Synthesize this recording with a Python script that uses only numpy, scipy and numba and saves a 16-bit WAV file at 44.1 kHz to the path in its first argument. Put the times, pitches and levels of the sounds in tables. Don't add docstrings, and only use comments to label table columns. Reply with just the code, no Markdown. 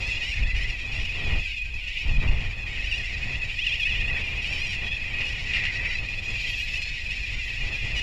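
import sys
import numpy as np
from numba import njit
from scipy import signal
from scipy.fft import rfft, irfft, next_fast_len
from scipy.io import wavfile
from scipy.ndimage import uniform_filter1d

SR = 44100
rng = np.random.default_rng(int(sys.argv[2]) if len(sys.argv) > 2 else 0)


def wav_out(sig):
    wavfile.write(sys.argv[1], SR, np.round(np.clip(np.atleast_2d(sig).T, -1, 1) * 32767).astype(np.int16))


def gain_from_db(level_db):
    decades = np.asarray(level_db, float) / 20
    return 10 ** decades


N = 354078

# (frequency [Hz], level per Hz [dB])
COLOUR = [(880, -43), (1500, -26), (1670, -26.5), (1910, -2.5), (2250, -11), (2420, -3.5), (2500, 0),
          (2620, -3.5), (2840, -3.5), (3000, -14), (3720, -17), (5570, -21), (6140, -32), (6960, -26),
          (8350, -41.5), (15000, -39.5)]


def flock():
    band_edges_hz = [1450, 2250, 3200, 7800]
    out = np.zeros(N)
    for start, length, pitch, fall, rise, far in rng.random((1250, 6)):
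        low_hz = 860 - 260 * pitch ** 1.7
        start_hz = low_hz * (.93 + .25 * fall)
        end_hz = low_hz * (.97 + .35 * rise ** 3)
        glide = bend(.022 + .055 * length, start_hz, low_hz, end_hz)
        level = gain_from_db(-3.6 * np.log(.08 + far))
        add(out, cry(glide, level, uneven_db=4, fade_s=.008), start * N / SR - .04)
    blur = rms_one(out) + gain_from_db(-8) * rng.standard_normal(N)
    edges = [*band_edges_hz, SR]
    bands = [coloured(blur, COLOUR, low, high) for low, high in zip(edges, edges[1:])]
    return sum(gain * evened(band, 0.077) for gain, band in zip(flock_levels(), bands))


def flock_levels():
    # (time [s], loudness [dB], nearness as shrill part [dB])
    flock_course = [(0, -34, -3.5), (.6, -37.5, -6.5), (1.29, -31, -12.5), (1.52, -31, -11.5),
                    (1.7, -38, -12), (1.97, -29.5, -13.5), (2.55, -38.5, -9), (2.84, -33, -11.5),
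                    (3.2, -38.5, -3.5), (3.8, -30.5, -13), (4.5, -32, -12.5), (4.96, -34.5, -10),
                    (5.15, -32.5, -13.5), (5.5, -38.5, -1), (5.95, -38, -8), (6.45, -30.5, -6.5),
                    (6.9, -36.5, -4.5), (8.03, -34, -7)]
    # (time [s], loudness [dB])
    low_voices = [(0.0, -39), (0.62, -32.5), (0.76, -41.5), (1.85, -50), (3.29, -34.5), (3.82, -47.5),
                  (3.87, -30), (3.91, -39), (4.18, -30.5), (4.25, -41.5), (5.41, -37), (5.57, -29.5),
                  (5.79, -31.5), (5.95, -28.5), (5.99, -43), (6.42, -40), (7.98, -37), (8.03, -40)]
    loud_db, near_db = in_time(flock_course)
    low_db, = in_time(low_voices)
    shrill_db = loud_db + near_db
    top_db = loud_db - 31 + 0.41 * near_db
    return gain_from_db(np.array([low_db, loud_db, shrill_db, top_db]) - 1)


def cry(pitch_hz, level, uneven_db, fade_s):
    start = 2 * np.pi * rng.random(16)
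    swell = gain_from_db(uneven_db * rng.standard_normal((22, 16)))
    phase = 2 * np.pi * np.cumsum(pitch_hz) / SR
    stack = partials(phase, swell * np.cos(start), swell * np.sin(start), 800)
    ramp = np.arange(len(pitch_hz)) / SR / fade_s
    fade = np.minimum(1, np.minimum(ramp, ramp[::-1]))
    return stack * level * np.sqrt(4 * pitch_hz / SR) * fade


@njit(fastmath=True)
def partials(phase, sines, cosines, step):
    out = np.zeros(len(phase))
    for i in range(len(phase)):
        knot, part = i // step, i % step / step
        c1, s1 = np.cos(phase[i]), np.sin(phase[i])
        c, s, here, ahead = c1, s1, 0., 0.
        for k in range(sines.shape[1]):
            c, s = c * c1 - s * s1, s * c1 + c * s1
            here += sines[knot, k] * s + cosines[knot, k] * c
            ahead += sines[knot + 1, k] * s + cosines[knot + 1, k] * c
        out[i] = here + part * (ahead - here)
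    return out


def bend(length_s, start_hz, mid_hz, end_hz):
    v = np.linspace(0, 1, int(length_s * SR))
    start_part = 2 * (v - .5) * (v - 1) * start_hz
    mid_part = 4 * v * (1 - v) * mid_hz
    end_part = 2 * v * (v - .5) * end_hz
    return start_part + mid_part + end_part


def syllables_of(dips, arches):
    rows = [(s, length, a, (a + b) / 2 * (1 - 0.05), b, db) for s, length, a, b, db in dips]
    rows += [(s, length, a, (a + b) / 2 + 0.0928 * abs(b - a), b, db) for s, length, a, b, db in arches]
    return sorted(rows)


def near_birds(syllables):
    out, phrases, end = np.zeros(N), [], -1
    for s, length, *pitches_hz, level_db in syllables:
        if abs(s - end) > .006:
            phrases.append((s, [], []))
        phrases[-1][1].append(bend(length, *pitches_hz))
        phrases[-1][2].append(np.full(int(length * SR), level_db))
        end = s + length
    tremble, flutter = drift(90), drift(70)
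    for s, bends, levels in phrases:
        pitch_hz, level_db = [uniform_filter1d(np.concatenate(c), size=300) for c in (bends, levels)]
        pitch_hz = pitch_hz * (1 + .009 * tremble[int(s * SR):][:len(pitch_hz)])
        add(out, cry(pitch_hz, gain_from_db(level_db), uneven_db=1.8, fade_s=.007), s)
    return out * gain_from_db(1.1 * flutter + 3.2 * drift(380))


def passing_birds():
    # (time [s], length [s], start [Hz], end [Hz], level [dB])
    passing_dips = [(.11, 0.077, 700, 730, -37.5), (1.23, 0.072, 895, 864, -39),
                    (2.03, 0.013, 724, 686, -58), (3.32, .045, 659, 718, -38),
                    (3.585, .075, 670, 1030, -33), (3.66, .044, 1035, 788, -29.5),
                    (3.704, .064, 786, 1140, -30.5), (3.8, .045, 936, 830, -30.5),
                    (3.89, .05, 1010, 830, -32), (3.94, 0.02, 819, 1087, -36), (3.995, .035, 806, 988, -34),
                    (4.94, 0.017, 676, 694, -35), (6.22, 0.04, 772, 970, -48), (6.46, 0.055, 813, 832, -35),
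                    (7.47, 0.029, 803, 807, -36)]
    passing_arches = [ (1.14, .035, 857, 873, -39), (3.845, .045, 818, 997, -35.5),
                      (1.4, 0.069, 852, 780, -43), (1.571, 0.016, 840, 940, -37),
                      (1.91, .053, 632, 688, -45), (3.775, 0.023, 798.4, 1008, -42),
                      (4.13, .04, 880, 830, -40), (4.17, .05, 823, 893, -41), (3.959, .076, 548, 672, -37),
                      (4.27, .069, 955, 950, -52.5), (4.84, .055, 850, 828, -35),
                      (4.895, .075, 828, 886, -35), (7.72, 0.04, 891, 894, -38),
                      (7.97, .055, 558, 760, -36.5)]
    # (frequency [Hz], level [dB])
    side_on = [(1800, -7), (2500, 0), (2950, 11), (3400, 9), (4200, -6), (5600, 1), (6800, -7), (8800, -6),
               (11000, -10), (14000, -20)]
    return coloured(near_birds(syllables_of(passing_dips, passing_arches)), COLOUR, change=side_on)


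def facing_birds():
    # (time [s], length [s], start [Hz], end [Hz], level [dB])
    facing_dips = [(.56, .05, 723, 807, -34), (.61, .04, 1005, 1165, -33), (.67, .045, 830, 693, -36),
                   (4.525, .045, 827, 765, -33), (4.65, .08, 850, 820, -32), (.915, .045, 810, 675, -38),
                   (1.005, .06, 705, 1000, -37), (6.73, .06, 870, 1080, -33), (.22, .025, 780, 725, -34),
                   (.31, .05, 715, 715, -35), (5.25, .045, 740, 740, -35), (5.41, .04, 760, 790, -36)]
    facing_arches = [(1.87, .05, 830, 1015, -43.5), (4.415, .11, 609, 811, -35), (4.57, .08, 731, 854, -34),
                     (6.57, .057, 896, 960, -40.5), (7.95, .054, 1000, 950, -30.5),
                     (2.905, .027, 1020, 880, -32), (2.932, .035, 880, 985, -32),
                     (2.967, .025, 985, 820, -33), (2.992, .03, 820, 790, -36), (.96, .045, 675, 705, -37),
                     (2.82, .06, 800, 1040, -37), (4.73, .014, 830, 980, -36), (4.744, .014, 980, 800, -36),
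                     (4.758, .014, 800, 940, -38), (3.04, .035, 880, 940, -39), (.065, .06, 850, 865, -33),
                     (1.085, .03, 850, 810, -38), (6.733, .05, 715, 840, -39), (7.1, .035, 800, 950, -35),
                     (7.145, .035, 900, 865, -37), (.245, .06, 725, 810, -34), (5.205, .045, 720, 735, -38),
                     (5.295, .04, 735, 840, -35), (5.45, .035, 790, 980, -36), (5.85, .06, 735, 820, -39),
                     (5.915, .04, 720, 790, -39), (5.74, .04, 830, 960, -39)]
    # (frequency [Hz], level [dB])
    towards = [(1800, -9), (2500, -2), (2950, 6), (3500, -1), (4100, 1), (4800, 0), (5600, 7), (6600, -2),
               (8000, 1), (9500, 2), (11500, -9), (14000, -20)]
    return coloured(near_birds(syllables_of(facing_dips, facing_arches)), COLOUR, change=towards)


def overhead_birds():
    # (time [s], length [s], start [Hz], end [Hz], level [dB])
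    overhead_dips = [
        (6.46, 0.041, 794, 760, -27),
        (6.545, 0.021, 787, 800, -30),
        (6.69, 0.089, 724, 810, -31),
        (7.08, 0.04, 790, 945, -39),
        (7.3, .04, 810, 810, -37),
        (7.45, 0.05, 780, 890, -32),
    ]
    overhead_arches = [
        (3.79, 0.025, 905, 980, -27),
        (6.41, 0.041, 730, 786, -31),
        (6.5, .03, 760, 960, -26),
        (6.575, 0.055, 920, 986, -27.5),
        (6.625, 0.028, 920, 712, -24),
        (7.26, 0.03, 795, 915, -37),
    ]
    # (time [s], length [s], pulse rate [1/s], level [dB])
    ticks = [
        (2.274, .006, 300, -34),
        (3.856, 0.012, 300, -34),
        (7.451, .008, 300, -31),
        (7.529, .008, 300, -32),
    ]
    # (frequency [Hz], level [dB])
    whistle = [(8500, -40), (10000, -7), (11800, -2), (13000, -10), (14500, -30)]
    calls = near_birds(syllables_of(overhead_dips, overhead_arches))
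    return coloured(calls + scolds(ticks), COLOUR, change=whistle)


def pinched_birds():
    # (time [s], length [s], start [Hz], end [Hz], level [dB])
    pinched = [
        (3.13, .025, 850, 760, -34),
        (5.65, .04, 800, 790, -38),
        (5.72, .03, 810, 785, -35),
        (5.75, .035, 785, 550, -36),
        (5.875, .045, 785, 760, -35),
        (5.92, .053, 760, 810, -34),
        (5.973, .02, 810, 650, -35),
        (6.785, .04, 830, 870, -37),
        (6.825, .085, 842, 865, -34),
    ]
    # (frequency [Hz], level [dB])
    nasal = [(2600, -9), (3200, -6), (4100, 8), (5200, 1), (7000, -2), (8700, -6), (12000, -30)]
    return coloured(near_birds(syllables_of([], pinched)), COLOUR, change=nasal)


def chips():
    # (time [s], peak level [dB], third partial [Hz])
    chip_calls = [(0.111, -12, 2670), (0.2176, -16, 2630), (0.63, -27, 2550), (0.9475, -34, 2690),
                  (1.0306, -26, 2590), (1.1488, -21, 2620), (1.3235, -16, 2450), (1.615, -18, 2535),
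                  (1.7404, -16, 2490), (2.0236, -24, 2500), (2.277, -15, 2750), (2.9177, -22, 2740),
                  (3.4182, -15, 2545), (3.5015, -25, 2580), (3.5877, -29, 3050), (3.666, -22, 2730),
                  (3.7294, -14, 2520), (3.8018, -16, 2670), (3.8561, -10, 2620), (3.9423, -22, 2800),
                  (3.991, -20.5, 2510), (4.079, -14.5, 2780), (4.1734, -26.5, 2470), (4.2683, -20.5, 2780),
                  (4.3884, -31, 2540), (4.5263, -10, 2390), (4.5986, -16, 2580), (4.783, -21, 2450),
                  (5.1324, -16, 2510), (5.1866, -11, 2520), (5.2435, -16, 2580), (5.5044, -28, 2550),
                  (5.6506, -29, 2590), (5.8008, -16, 2580), (5.905, -15, 2420), (5.9864, -13, 2590),
                  (6.087, -13, 2426), (6.2958, -28, 2600), (6.3594, -30, 2600), (6.4757, -20, 2970),
                  (6.55, -28, 2460), (6.8136, -33, 2570), (7.4923, -27, 2380), (7.728, -16, 2540),
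                  (7.9054, -23, 2426)]
    # (frequency [Hz], level [dB])
    chippy = [(1900, -14), (2300, 0), (2900, 0), (3400, -8), (6000, -9), (9000, -14)]
    length_s, decay_60db_s = .045, 0.13
    out, age = np.zeros(N), np.arange(int(length_s * SR)) / SR
    for (s, peak_db, hz), slide in zip(chip_calls, rng.standard_normal(len(chip_calls))):
        pitch_hz = hz / 3 * (1 + 0.037 * slide * age / length_s)
        level = gain_from_db(peak_db - 11 - 60 * age / decay_60db_s)
        add(out, cry(pitch_hz, level, uneven_db=2.0, fade_s=0.0025), s - .002)
    return coloured(out, COLOUR, change=chippy)


def scolds(rows):
    out = np.zeros(N)
    for s, length, per_s, level_db in rows:
        chance, breath = rng.standard_normal((2, SR // 5))[:, :int(length * SR)]
        rate = per_s * gain_from_db(40.0 * uniform_filter1d(chance, size=150))
        beat = np.cumsum(rate) / SR % 1
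        pulses = rms_one(breath * np.exp(-2 * beat))
        fade = np.minimum(np.arange(len(beat)) / 170, np.linspace(2, 0, len(beat))).clip(0, 1)
        add(out, gain_from_db(level_db) * pulses * fade, s)
    return out


def rasps():
    # (time [s], length [s], pulse rate [1/s], level [dB])
    hoarse_scolds = [(5.202, 0.028, 600, -26.5), (5.531, 0.091, 330, -24.5), (5.635, 0.064, 56, -25),
                     (5.846, 0.029, 370, -31.5), (2.402, 0.11, 420, -38), (2.758, 0.054, 130, -34),
                     (5.499, 0.033, 370, -31), (1.621, 0.013, 500, -52), (1.897, 0.014, 200, -36),
                     (5.988, 0.007, 83, -33), (6.089, 0.011, 87, -37.5)]
    # (time [s], length [s], pulse rate [1/s], level [dB])
    snaps = [
        (1.617, .014, 300, -39),
        (1.655, .012, 300, -41),
        (1.74, .008, 300, -42),
        (3.803, .014, 300, -36),
        (4.72, .05, 250, -35),
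        (6.815, .022, 300, -30),
        (7.493, .012, 300, -37),
    ]
    # (frequency [Hz], level [dB])
    hoarse = [(1400, 3), (2000, 3), (3000, 0), (5000, -3), (8000, -8), (10000, -22)]
    snappy = [(1800, 0), (5000, 0), (8000, 8), (11000, -3), (14000, -6)]
    rough = coloured(scolds(hoarse_scolds), COLOUR, change=hoarse)
    return rough + coloured(scolds(snaps), COLOUR, change=snappy)


def mellow_birds():
    # (time [s], length [s], start [Hz], end [Hz], level [dB])
    mellow = [
        (1.456, 0.079, 784, 813, -39),
        (1.646, 0.062, 763, 804, -41),
        (1.81, .09, 740, 730, -44.5),
        (7.168, .06, 820, 810, -51),
        (7.35, 0.057, 740, 690, -42),
    ]
    # (frequency [Hz], level [dB])
    dull = [(1200, 10), (1600, 8), (1850, -30), (3000, -50)]
    return coloured(near_birds(syllables_of([], mellow)), COLOUR, change=dull)


def wind():
    # (frequency [Hz], level per Hz [dB])
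    thump_colour = [(7.1, -33), (12, 5), (27, -1), (43, 0), (114, -9.5), (156, -20.5), (200, -25.5),
                    (260, -29), (440, -120)]
    rush_colour = [(76, -42), (130, -8.5), (206, -8.5), (767, -13), (1310, -18), (1680, -22.5), (1910, -5),
                   (2200, -15), (2860, -42.5), (4840, -120)]
    thump_gain, rumble_gain, rush_gain = wind_gains()
    white, lumps = rng.standard_normal((3, N)), drift(14.)
    thump = coloured(white[0], thump_colour, high_hz=56.4)
    rumble = coloured(white[1], thump_colour, low_hz=60.2) * gain_from_db(4.0 * lumps)
    rush = coloured(white[2], rush_colour) * gain_from_db(2.13 * lumps + 1.26 * drift(45.))
    return evened(thump, .14) * thump_gain + evened(rumble, 0.14) * rumble_gain + evened(rush, 0.27) * rush_gain


def wind_gains():
    # (time [s], rush level [dB])
    breeze = [(0, -44), (.33, -49), (.9, -45), (1.2, -55), (1.4, -49), (1.5, -55), (1.62, -62.5),
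              (2.0, -51), (2.1, -48), (2.6, -45.5), (3.55, -51), (3.85, -48.5), (4.2, -42), (5.0, -45.5),
              (5.8, -43.5), (6.5, -49), (7.45, -51.5), (7.75, -44.5)]
    # (time [s], length [s], thump level [dB], rush level [dB])
    gusts = [(0.056, 0.15, -37, -44), (0.438, 0.22, -21, -46), (0.55, 0.13, -23.5, -51),
             (0.64, 0.19, -24.5, -59), (1.004, 0.26, -28.5, -45.5), (1.244, 0.33, -34, -38.5),
             (1.335, 0.2, -19, -39), (1.67, 0.071, -26.5, -57), (1.743, 0.15, -33, -49.5),
             (2.12, 0.17, -18, -41), (2.189, 0.04, -13, -40.5), (2.244, 0.072, -21, -35),
             (2.308, 0.11, -15, -35.5), (2.395, 0.31, -24, -43), (2.877, 0.36, -31, -63),
             (3.285, 0.62, -34, -45), (4.003, 0.35, -27.5, -47), (4.126, 0.13, -33, -43),
             (4.62, 0.072, -31, -56), (4.835, 0.12, -47, -46), (5.07, 0.062, -46, -46),
             (5.212, 0.092, -46, -41), (5.595, 0.11, -40, -45), (5.99, 0.23, -32, -55),
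             (6.324, 0.13, -38, -41.5), (7.35, 0.15, -30.5, -49.5), (7.629, 0.11, -26, -41.5),
             (7.846, 0.064, -28, -46), (7.959, 0.12, -28.5, -48)]
    rush_db, = in_time(breeze)
    thump_db = -33 + .1 * (rush_db + 44)
    rumble_db = -39.5 + 0.54 * (rush_db + 48)
    powers = gain_from_db([thump_db, rumble_db, rush_db]) ** 2
    for s, length, low_db, high_db in gusts:
        middle_db = low_db + 0.45 * (high_db - low_db) + 2.5
        swell = np.cos(np.pi * ((np.arange(N) / SR - s) / length).clip(-.5, .5)) ** 2
        powers = powers + np.outer(gain_from_db([low_db, middle_db, high_db]) ** 2, swell)
    return np.sqrt(powers)


def surf():
    # (frequency [Hz], level per Hz [dB])
    surf_hiss = [(5000, -39), (8000, 11), (15000, 0)]
    return gain_from_db(-75) * coloured(rng.standard_normal(N), surf_hiss)


def coloured(x, points, low_hz=10, high_hz=SR, change=((1, 0), (2, 0))):
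    size = next_fast_len(N + SR // 4)
    hz = np.arange(1, size // 2 + 2) * SR / size
    edges = 1 / np.sqrt((1 + (low_hz / hz) ** 16) * (1 + (hz / high_hz) ** 16))
    response = rms_one(gain_from_db(along(points, hz))) * gain_from_db(along(change, hz)) * edges
    return irfft(rfft(x, size) * response, size)[:N]


def along(points, hz):
    points = np.array(points)
    return np.interp(np.log(hz), np.log(points[:, 0]), points[:, 1])


def evened(x, span_s):
    return x / np.sqrt(uniform_filter1d(x ** 2, int(span_s * SR)) + 1e-20)


def rms_one(x):
    return x / np.sqrt(np.mean(x ** 2) + 1e-20)


def drift(rate, size=N):
    knots = rng.standard_normal(int(N / SR * 400))
    path = np.interp(np.arange(size) / SR * rate, np.arange(len(knots)), knots)
    return uniform_filter1d(path, 1 + int(SR / rate / 2))


def in_time(rows):
    s, *columns = np.transpose(rows)
    return [np.interp(np.arange(N) / SR, s, c) for c in columns]


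def add(track, sound, s):
    at = max(int(s * SR), 0)
    track[at:at + len(sound)] += sound[:N - at]


def scene():
    colony = flock() + chips() + rasps() + mellow_birds()
    near = passing_birds() + facing_birds() + overhead_birds() + pinched_birds()
    return (colony + near + wind() + surf())[None]


def top_cut(x):
    return signal.sosfilt(signal.butter(12, 15200, fs=SR, output="sos"), x)


def record(dry):
    mix = 0.37 * np.tanh(dry / 0.45)
    return top_cut(mix)


dry = scene()
out = record(dry)
wav_out(out)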